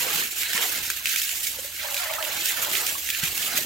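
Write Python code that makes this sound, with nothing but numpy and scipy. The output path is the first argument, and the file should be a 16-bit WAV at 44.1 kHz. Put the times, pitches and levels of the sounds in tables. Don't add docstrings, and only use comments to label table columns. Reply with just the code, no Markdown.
import sys
import numpy as np
from scipy import signal
from scipy.fft import rfft, irfft
from scipy.io import wavfile

SR = 44100
rng = np.random.default_rng(int(sys.argv[2]) if len(sys.argv) > 2 else 0)


def log_audio(samples):
    frames = np.atleast_2d(samples).T
    limited = np.clip(frames, -1, 1)
    pcm = np.round(limited * 32767).astype(np.int16)
    wavfile.write(sys.argv[1], SR, pcm)


N = 160965
T = np.arange(N) / SR


def amp(db):
    return 10 ** (np.asarray(db) / 20)


def unit(x):
    return x / np.sqrt(np.mean(x ** 2) + 1e-20)


def curve(table, axis=1):
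    rows = np.array(table)
    return np.interp(T, rows[:, 0], rows[:, axis])


def spectrum(points):
    hz, value = np.transpose(points)
    bins = np.fft.rfftfreq(N, 1 / SR)
    return np.interp(np.log(bins + 1), np.log(hz), value)


def add(mix, start_s, sound):
    part = mix[:, round(start_s * SR):][:, :sound.shape[-1]]
    part += sound[..., :part.shape[1]]


def coloured(x, colour):
    return unit(irfft(rfft(x) * amp(spectrum(colour)), N))


# (frequency [Hz], likeness [0 to 1])
EAR_LIKENESS = [(60, 0.94), (130, 0.99), (290, 0.51), (640, 0.42), (3100, 0.32), (6820, 0.49),
                (15000, 0.82)]


def noise(colour, envelope=1):
    left, other = rfft(rng.standard_normal((2, N)) * envelope)
    alike = np.clip(spectrum(EAR_LIKENESS), 0, 1)
    right = alike * left + np.sqrt(1 - alike ** 2) * other
    return coloured(irfft(np.array([left, right]), N), colour)


def wander(hz):
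    bins = np.fft.rfftfreq(N, 1 / SR)
    return unit(irfft(rfft(rng.standard_normal(N)) / (1 + (bins / hz) ** 4), N))


def drops(per_s, spread_db):
    hits = rng.random(N) < per_s / SR
    return hits * amp(spread_db * np.minimum(rng.exponential(1, N), 4))


def bubble(t, hz, decay_s, rise_per_s, phase=0):
    swell = 1 - np.exp(-2 * t * hz)
    turns = hz * t * (1 + rise_per_s * t / 2)
    return swell * np.exp(-t / decay_s) * np.sin(2 * np.pi * turns + phase)


def bubbles(low_hz, high_hz, per_s, spread_db, cycles, glide, scatter, count=40):
    out = np.zeros((2, N))
    for hz in np.linspace(low_hz, high_hz, count):
        decay_s = cycles / hz * np.exp(rng.uniform(-0.47, 0.78))
        t = np.arange(0, 6 * decay_s, 1 / SR)
        phase = scatter * rng.standard_normal((2, 1))
        ring = bubble(t, hz, decay_s, glide / decay_s, phase) / np.sqrt(decay_s)
        hits = drops(per_s / count, spread_db)
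        out += signal.oaconvolve(hits[None], ring, axes=1)[:, :N]
    return unit(out)


def resonate(x, hz, width_hz):
    turn = np.exp(2j * np.pi * np.cumsum(hz) / SR)
    r = np.exp(-np.pi * width_hz / SR)
    smooth = signal.lfilter([1], [1, -2 * r, r * r], x / turn)
    return unit((turn * smooth).real)


def patchy(x, depth_db, wide_hz, long_s):
    hz, t, z = signal.stft(x, SR, nperseg=1024, noverlap=768)
    along_hz = np.fft.fftfreq(len(hz), hz[1])[:, None]
    along_s = np.fft.fftfreq(len(t), t[1])
    blur = np.exp(-2 * (along_hz * wide_hz) ** 2 - 2 * (along_s * long_s) ** 2)
    field = unit(np.fft.ifft2(np.fft.fft2(rng.standard_normal(z.shape[1:])) * blur).real)
    z = z * amp(depth_db * np.minimum(field, 2))
    return unit(signal.istft(z, nperseg=1024, noverlap=768)[1][:, :N])


# (frequency [Hz], relative level [dB])
RUMBLE_TONE = [(15, -6), (35, -20), (62, 3.5), (90, -4), (125, -13), (250, -31), (2000, -46)]
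# (time [s], level [dB])
AIR_BUMPS = [(.81, -50.5), (3.29, -48)]
RUMBLE_DB, BUMP_WIDTH_S = -59.5, 0.039
HUM_DB, HUM_HZ = -63, 88.8


def background():
    hum = np.sin(2 * np.pi * np.cumsum(HUM_HZ + 2.2 * wander(hz=8.6)) / SR)
    bumps = sum(amp(db) * np.exp(-((T - s) / BUMP_WIDTH_S) ** 2) for s, db in AIR_BUMPS)
    rumble = (amp(RUMBLE_DB) + bumps) * noise(RUMBLE_TONE)
    return rumble + amp(HUM_DB) * unit(hum)


# (time [s], starting pitch [Hz], level [dB])
SINGLE_BUBBLES = [(.066, 517, -25), (0.224, 1800, -21), (1.587, 520, -31.5), (1.646, 545, -34),
                  (2.0, 1360, -27.5), (2.02, 723, -25.5), (2.183, 1270, -24.5), (2.953, 1090, -28),
                  (3.586, 612, -32)]
# (time [s], starting pitch [Hz], relative level [dB])
CHEEK_THUDS = [(0.156, 190, -35), (0.547, 213, -33.5), (3.232, 161, -24.5)]
PLOP_DECAY_S, PLOP_RISE_PER_S = 0.01, 2.23
THUD_DECAY_S, THUD_SAG_S = 0.0069, 0.17


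def plops_and_thuds():
    out, t = np.zeros((2, N)), T[:SR // 10]
    for s, hz, db in SINGLE_BUBBLES:
        phase = rng.uniform(-2.1, 1, (2, 1))
        add(out, s, amp(db) * bubble(t, hz, PLOP_DECAY_S, PLOP_RISE_PER_S, phase))
    for s, hz, db in CHEEK_THUDS:
        turns = hz * THUD_SAG_S * np.log1p(t / THUD_SAG_S)
        swell = 2 * t / THUD_DECAY_S * np.exp(-2 * t / THUD_DECAY_S)
        add(out, s, amp(db) * swell * 2 * np.sin(2 * np.pi * turns))
    return out


# (time [s], level [dB])
CHEEK_BUBBLES = [(0, -36), (.2, -36.5), (.32, -56), (.4, -44.5), (.46, -51), (.55, -37.5), (.63, -31),
                 (.76, -43.5), (.92, -49.5), (1.18, -59), (1.35, -49), (1.77, -59), (2.15, -52),
                 (2.28, -36), (2.38, -38.5), (2.46, -45.5), (2.53, -38.5), (2.68, -36.5), (2.83, -37),
                 (3.0, -47.5), (3.13, -60), (3.23, -43), (3.43, -45), (3.57, -37.5), (3.65, -53)]
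# (time [s], level [dB])
FLESH_DRUM = [(0, -47), (.17, -41.5), (.3, -51.5), (.55, -50.5), (.8, -47), (.95, -59), (1.1, -51),
              (1.28, -57.5), (1.5, -52.5), (2.2, -61.5), (2.38, -46.5), (2.56, -52.5), (2.75, -44),
              (3.13, -57.5), (3.28, -49.5), (3.6, -41)]
# (frequency [Hz], relative level [dB])
BUBBLE_TONE = [(150, -16), (300, 0), (650, 4), (1400, 6), (2200, -4), (4000, -30)]
DRUM_TONE = [(40, -31), (110, -4.5), (170, 0), (280, 1.5), (400, -1), (700, -5.5), (1500, -20.5)]
BUBBLE_TRIM_DB, DRUM_TRIM_DB = -2, -1.5


def churn():
    gurgle = bubbles(305.6, 1690, per_s=900, spread_db=1.5, cycles=7.5, glide=0.0615, scatter=1.08)
    gurgle = patchy(coloured(gurgle, BUBBLE_TONE), depth_db=3.5, wide_hz=150, long_s=0.042)
    drum = noise(DRUM_TONE, drops(per_s=500, spread_db=0.0))
    gurgle_gain = amp(curve(CHEEK_BUBBLES) + BUBBLE_TRIM_DB)
    return gurgle_gain * gurgle + amp(curve(FLESH_DRUM) + DRUM_TRIM_DB) * drum


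# (time [s], lowest resonance before wobble [Hz], level [dB])
MOUTH_PATH = [(1.53, 517, -48.5), (1.68, 576, -55), (1.78, 660, -66), (1.85, 596, -37), (1.96, 566, -42),
              (2.01, 717, -39.5), (2.06, 657, -33), (2.17, 635, -36.5), (2.23, 600, -36), (2.32, 597, -44),
              (2.52, 680, -62), (2.68, 627, -38.5), (2.79, 560, -55)]
# (multiple of the lowest [ratio], width setting [Hz], relative level [dB])
MOUTH_RESONANCES = [(1, 70, -3), (1.5, 180, -3.5), (2.1, 161, -6.5), (2.9, 170, -3.5)]
# (frequency [Hz], relative level [dB])
MOUTH_TONE = [(380, -14.5), (540, -4), (2500, -4)]


def mouth(slosh_hz=22, slosh_db=1.5, wobble=0.043):
    drive = noise(MOUTH_TONE, drops(per_s=1200, spread_db=2.2))
    lowest_hz = curve(MOUTH_PATH)
    hollow = 0
    for multiple, width_hz, db in MOUTH_RESONANCES:
        gain = amp(db + slosh_db * wander(slosh_hz))
        bend = 1 + wobble * multiple * wander(slosh_hz)
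        hollow = hollow + gain * resonate(drive, lowest_hz * multiple * bend, width_hz)
    inside = (T > MOUTH_PATH[0][0]) * (T < MOUTH_PATH[-1][0])
    return unit(hollow) * amp(curve(MOUTH_PATH, axis=2)) * inside


# (time [s], pitch [Hz], smack level [dB], fizz level [dB])
WATER_SLAPS = [(0.158, 2820, -24.5, -18), (.432, 2150, -21, -24), (.532, 1730, -22, -20),
               (0.577, 1870, -16.5, -39), (.901, 1500, -20, -16.5), (1.057, 2550, -14, -28),
               (1.069, 2600, -17.5, -32), (1.074, 3320, -28, -26), (1.16, 2370, -19, -18.5),
               (1.217, 2720, -22.5, -19), (1.292, 2770, -21, -25), (1.943, 2640, -20.5, -20.5),
               (1.966, 2450, -21.5, -27), (2.136, 2420, -23.5, -24), (2.226, 3000, -20.5, -33),
               (2.249, 2770, -22.5, -34), (2.457, 2400, -26, -16), (2.647, 3330, -20, -24),
               (2.714, 2670, -24, -24), (2.752, 2840, -18.5, -37), (2.865, 5700, -21.5, -17.5),
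               (3.089, 1920, -21.5, -25), (3.102, 3250, -19, -19), (3.148, 2640, -20.5, -37),
               (3.236, 1800, -21.5, -17.5), (3.377, 3740, -22.5, -20.5)]
# (frequency [Hz], relative level [dB])
SMACK_TONE = [(200, -17), (900, -48), (1600, 2.5), (2600, 11), (3600, 5), (5500, 1.5), (12000, -7.5)]
SLAP_RISE_S, SLAP_DECAY_S, SLAP_RING_S = 0.00046, 0.0043, 0.00073
SLAP_TAIL_S, SLAP_TAIL_DB = 0.039, -25


def slaps(ring_db=-0.5, smack_db=-3):
    out, t = np.zeros((2, N)), T[:SR // 10]
    smack, fizz = amp(smack_db) * noise(SMACK_TONE), noise(SPRAY_TONE)
    fade = np.exp(-t / SLAP_DECAY_S) + amp(SLAP_TAIL_DB) * np.exp(-t / SLAP_TAIL_S)
    envelope = np.minimum(t / SLAP_RISE_S, 1) * fade
    ring_shape = amp(ring_db) * t / SLAP_RING_S * np.exp(1 - t / SLAP_RING_S)
    for s, hz, db, fizz_db in WATER_SLAPS:
        at = rng.integers(N - len(t)) + np.arange(len(t))
        ring = ring_shape * np.sin(2 * np.pi * hz * t + rng.uniform(-0.16, 1, (2, 1)))
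        hit = amp(db) * (ring + envelope * smack[:, at])
        add(out, s, hit + amp(fizz_db) * envelope * fizz[:, at])
    return out


# (time [s], level [dB])
SPLATTER_LEVEL = [(0, -27.5), (.2, -26.5), (.32, -38.5), (.44, -27), (.57, -25), (.7, -28), (.88, -32.5),
                  (1.04, -34.5), (1.08, -31), (1.17, -25.5), (1.27, -37.5), (1.41, -40.5), (1.55, -38),
                  (1.71, -41.5), (1.82, -28.5), (1.93, -39), (1.98, -28.5), (2.15, -31), (2.2, -39),
                  (2.27, -32), (2.48, -28), (2.66, -31), (2.77, -28), (2.88, -31.5), (2.97, -39.5),
                  (3.085, -32.5), (3.11, -31), (3.21, -30.5), (3.24, -24), (3.32, -38), (3.43, -27.5),
                  (3.48, -32.5), (3.57, -25), (3.65, -37)]
# (frequency [Hz], relative level [dB])
SPLATTER_TONE = [(700, -56), (1200, -12), (1650, -3), (2700, -2.5), (3400, -4), (4400, -5), (7000, -10.5),
                 (12000, -2)]
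SPLATTER_TRIM_DB, TINKLE_DB = -3.5, -3.5


def splatter(surge, surge_db=1.14):
    ticks = bubbles(1256, 7170, per_s=3500, spread_db=1.5, cycles=2.4, glide=0.023, scatter=0.98, count=56)
    tinkle = bubbles(1419, 4318, per_s=260, spread_db=1.5, cycles=22.2, glide=0.022, scatter=1.29, count=64)
    wet = coloured(ticks + amp(TINKLE_DB) * tinkle, SPLATTER_TONE)
    wet = patchy(wet, depth_db=1.5, wide_hz=252, long_s=0.02)
    return wet * amp(curve(SPLATTER_LEVEL) + SPLATTER_TRIM_DB + surge_db * surge)


# (time [s], level [dB])
SPRAY_LEVEL = [(0, -21.5), (.09, -31), (.16, -25), (.25, -30), (.34, -34.5), (.39, -26), (.46, -30.5),
               (.52, -32), (.55, -28), (.66, -26.5), (.8, -30), (.92, -30), (1.04, -35), (1.09, -26),
               (1.2, -27), (1.42, -30), (1.46, -26.5), (1.53, -31), (1.74, -35.5), (1.83, -32),
               (1.935, -32.5), (1.97, -30), (2.2, -34), (2.42, -28), (2.5, -24.5), (2.54, -29.5),
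               (2.68, -30.5), (2.74, -27), (2.81, -26), (2.855, -28.5), (2.88, -25.5), (2.93, -29.5),
               (3.21, -30.5), (3.24, -27), (3.33, -30.5), (3.39, -28), (3.53, -30), (3.575, -22.5),
               (3.65, -33)]
# (frequency [Hz], relative level [dB])
SPRAY_TONE = [(500, -33), (1100, -54), (1600, -8), (2700, 2), (4000, -1.5), (5200, -2), (6400, 0),
              (7100, 2.5), (8500, -2), (10500, -3.5), (12500, 1.5), (15800, -3)]
SPRAY_TRIM_DB, FIZZ_DB = 0.5, -15


def spray(surge, per_s=1500, spread_db=3, burst_s=0.0017, mist=1.0, surge_db=1.5):
    power = signal.lfilter([1], [1, -np.exp(-1 / (burst_s * SR))], drops(per_s, spread_db) ** 2)
    hiss = noise(SPRAY_TONE, np.sqrt(power / power.mean() + mist))
    fizz = bubbles(3533, 15260, per_s=1000, spread_db=-3.0, cycles=22, glide=0.022, scatter=0.32, count=80)
    fine = patchy(hiss + amp(FIZZ_DB) * fizz, depth_db=2.5, wide_hz=350, long_s=0.026)
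    return fine * amp(curve(SPRAY_LEVEL) + SPRAY_TRIM_DB + surge_db * surge)


# (delay [s], level [dB])
NEARBY_ECHOES = [(0.0122, -15)]


def surroundings(x):
    out = x.copy()
    for delay_s, db in NEARBY_ECHOES:
        add(out, delay_s, amp(db) * x)
    return out


# (frequency [Hz], left minus right [dB])
LEFT_RIGHT = [(150, 1.5), (380, -5), (1290, -5), (2380, -4), (4400, -1.2), (8120, -3), (15000, -6)]


def scene():
    surge = wander(hz=38)
    water = spray(surge) + splatter(surge) + churn() + mouth() + slaps() + plops_and_thuds()
    pan = amp(np.array([[.5], [-.5]]) * spectrum(LEFT_RIGHT))
    return surroundings(irfft(rfft(water) * pan, N)) + background()


CUTOFF_HZ = 15950


def record(dry):
    lowpass = signal.firwin(511, CUTOFF_HZ, window=("kaiser", 8), fs=SR)
    return signal.oaconvolve(dry, lowpass[None], "same")


dry = scene()
out = record(dry)
log_audio(out)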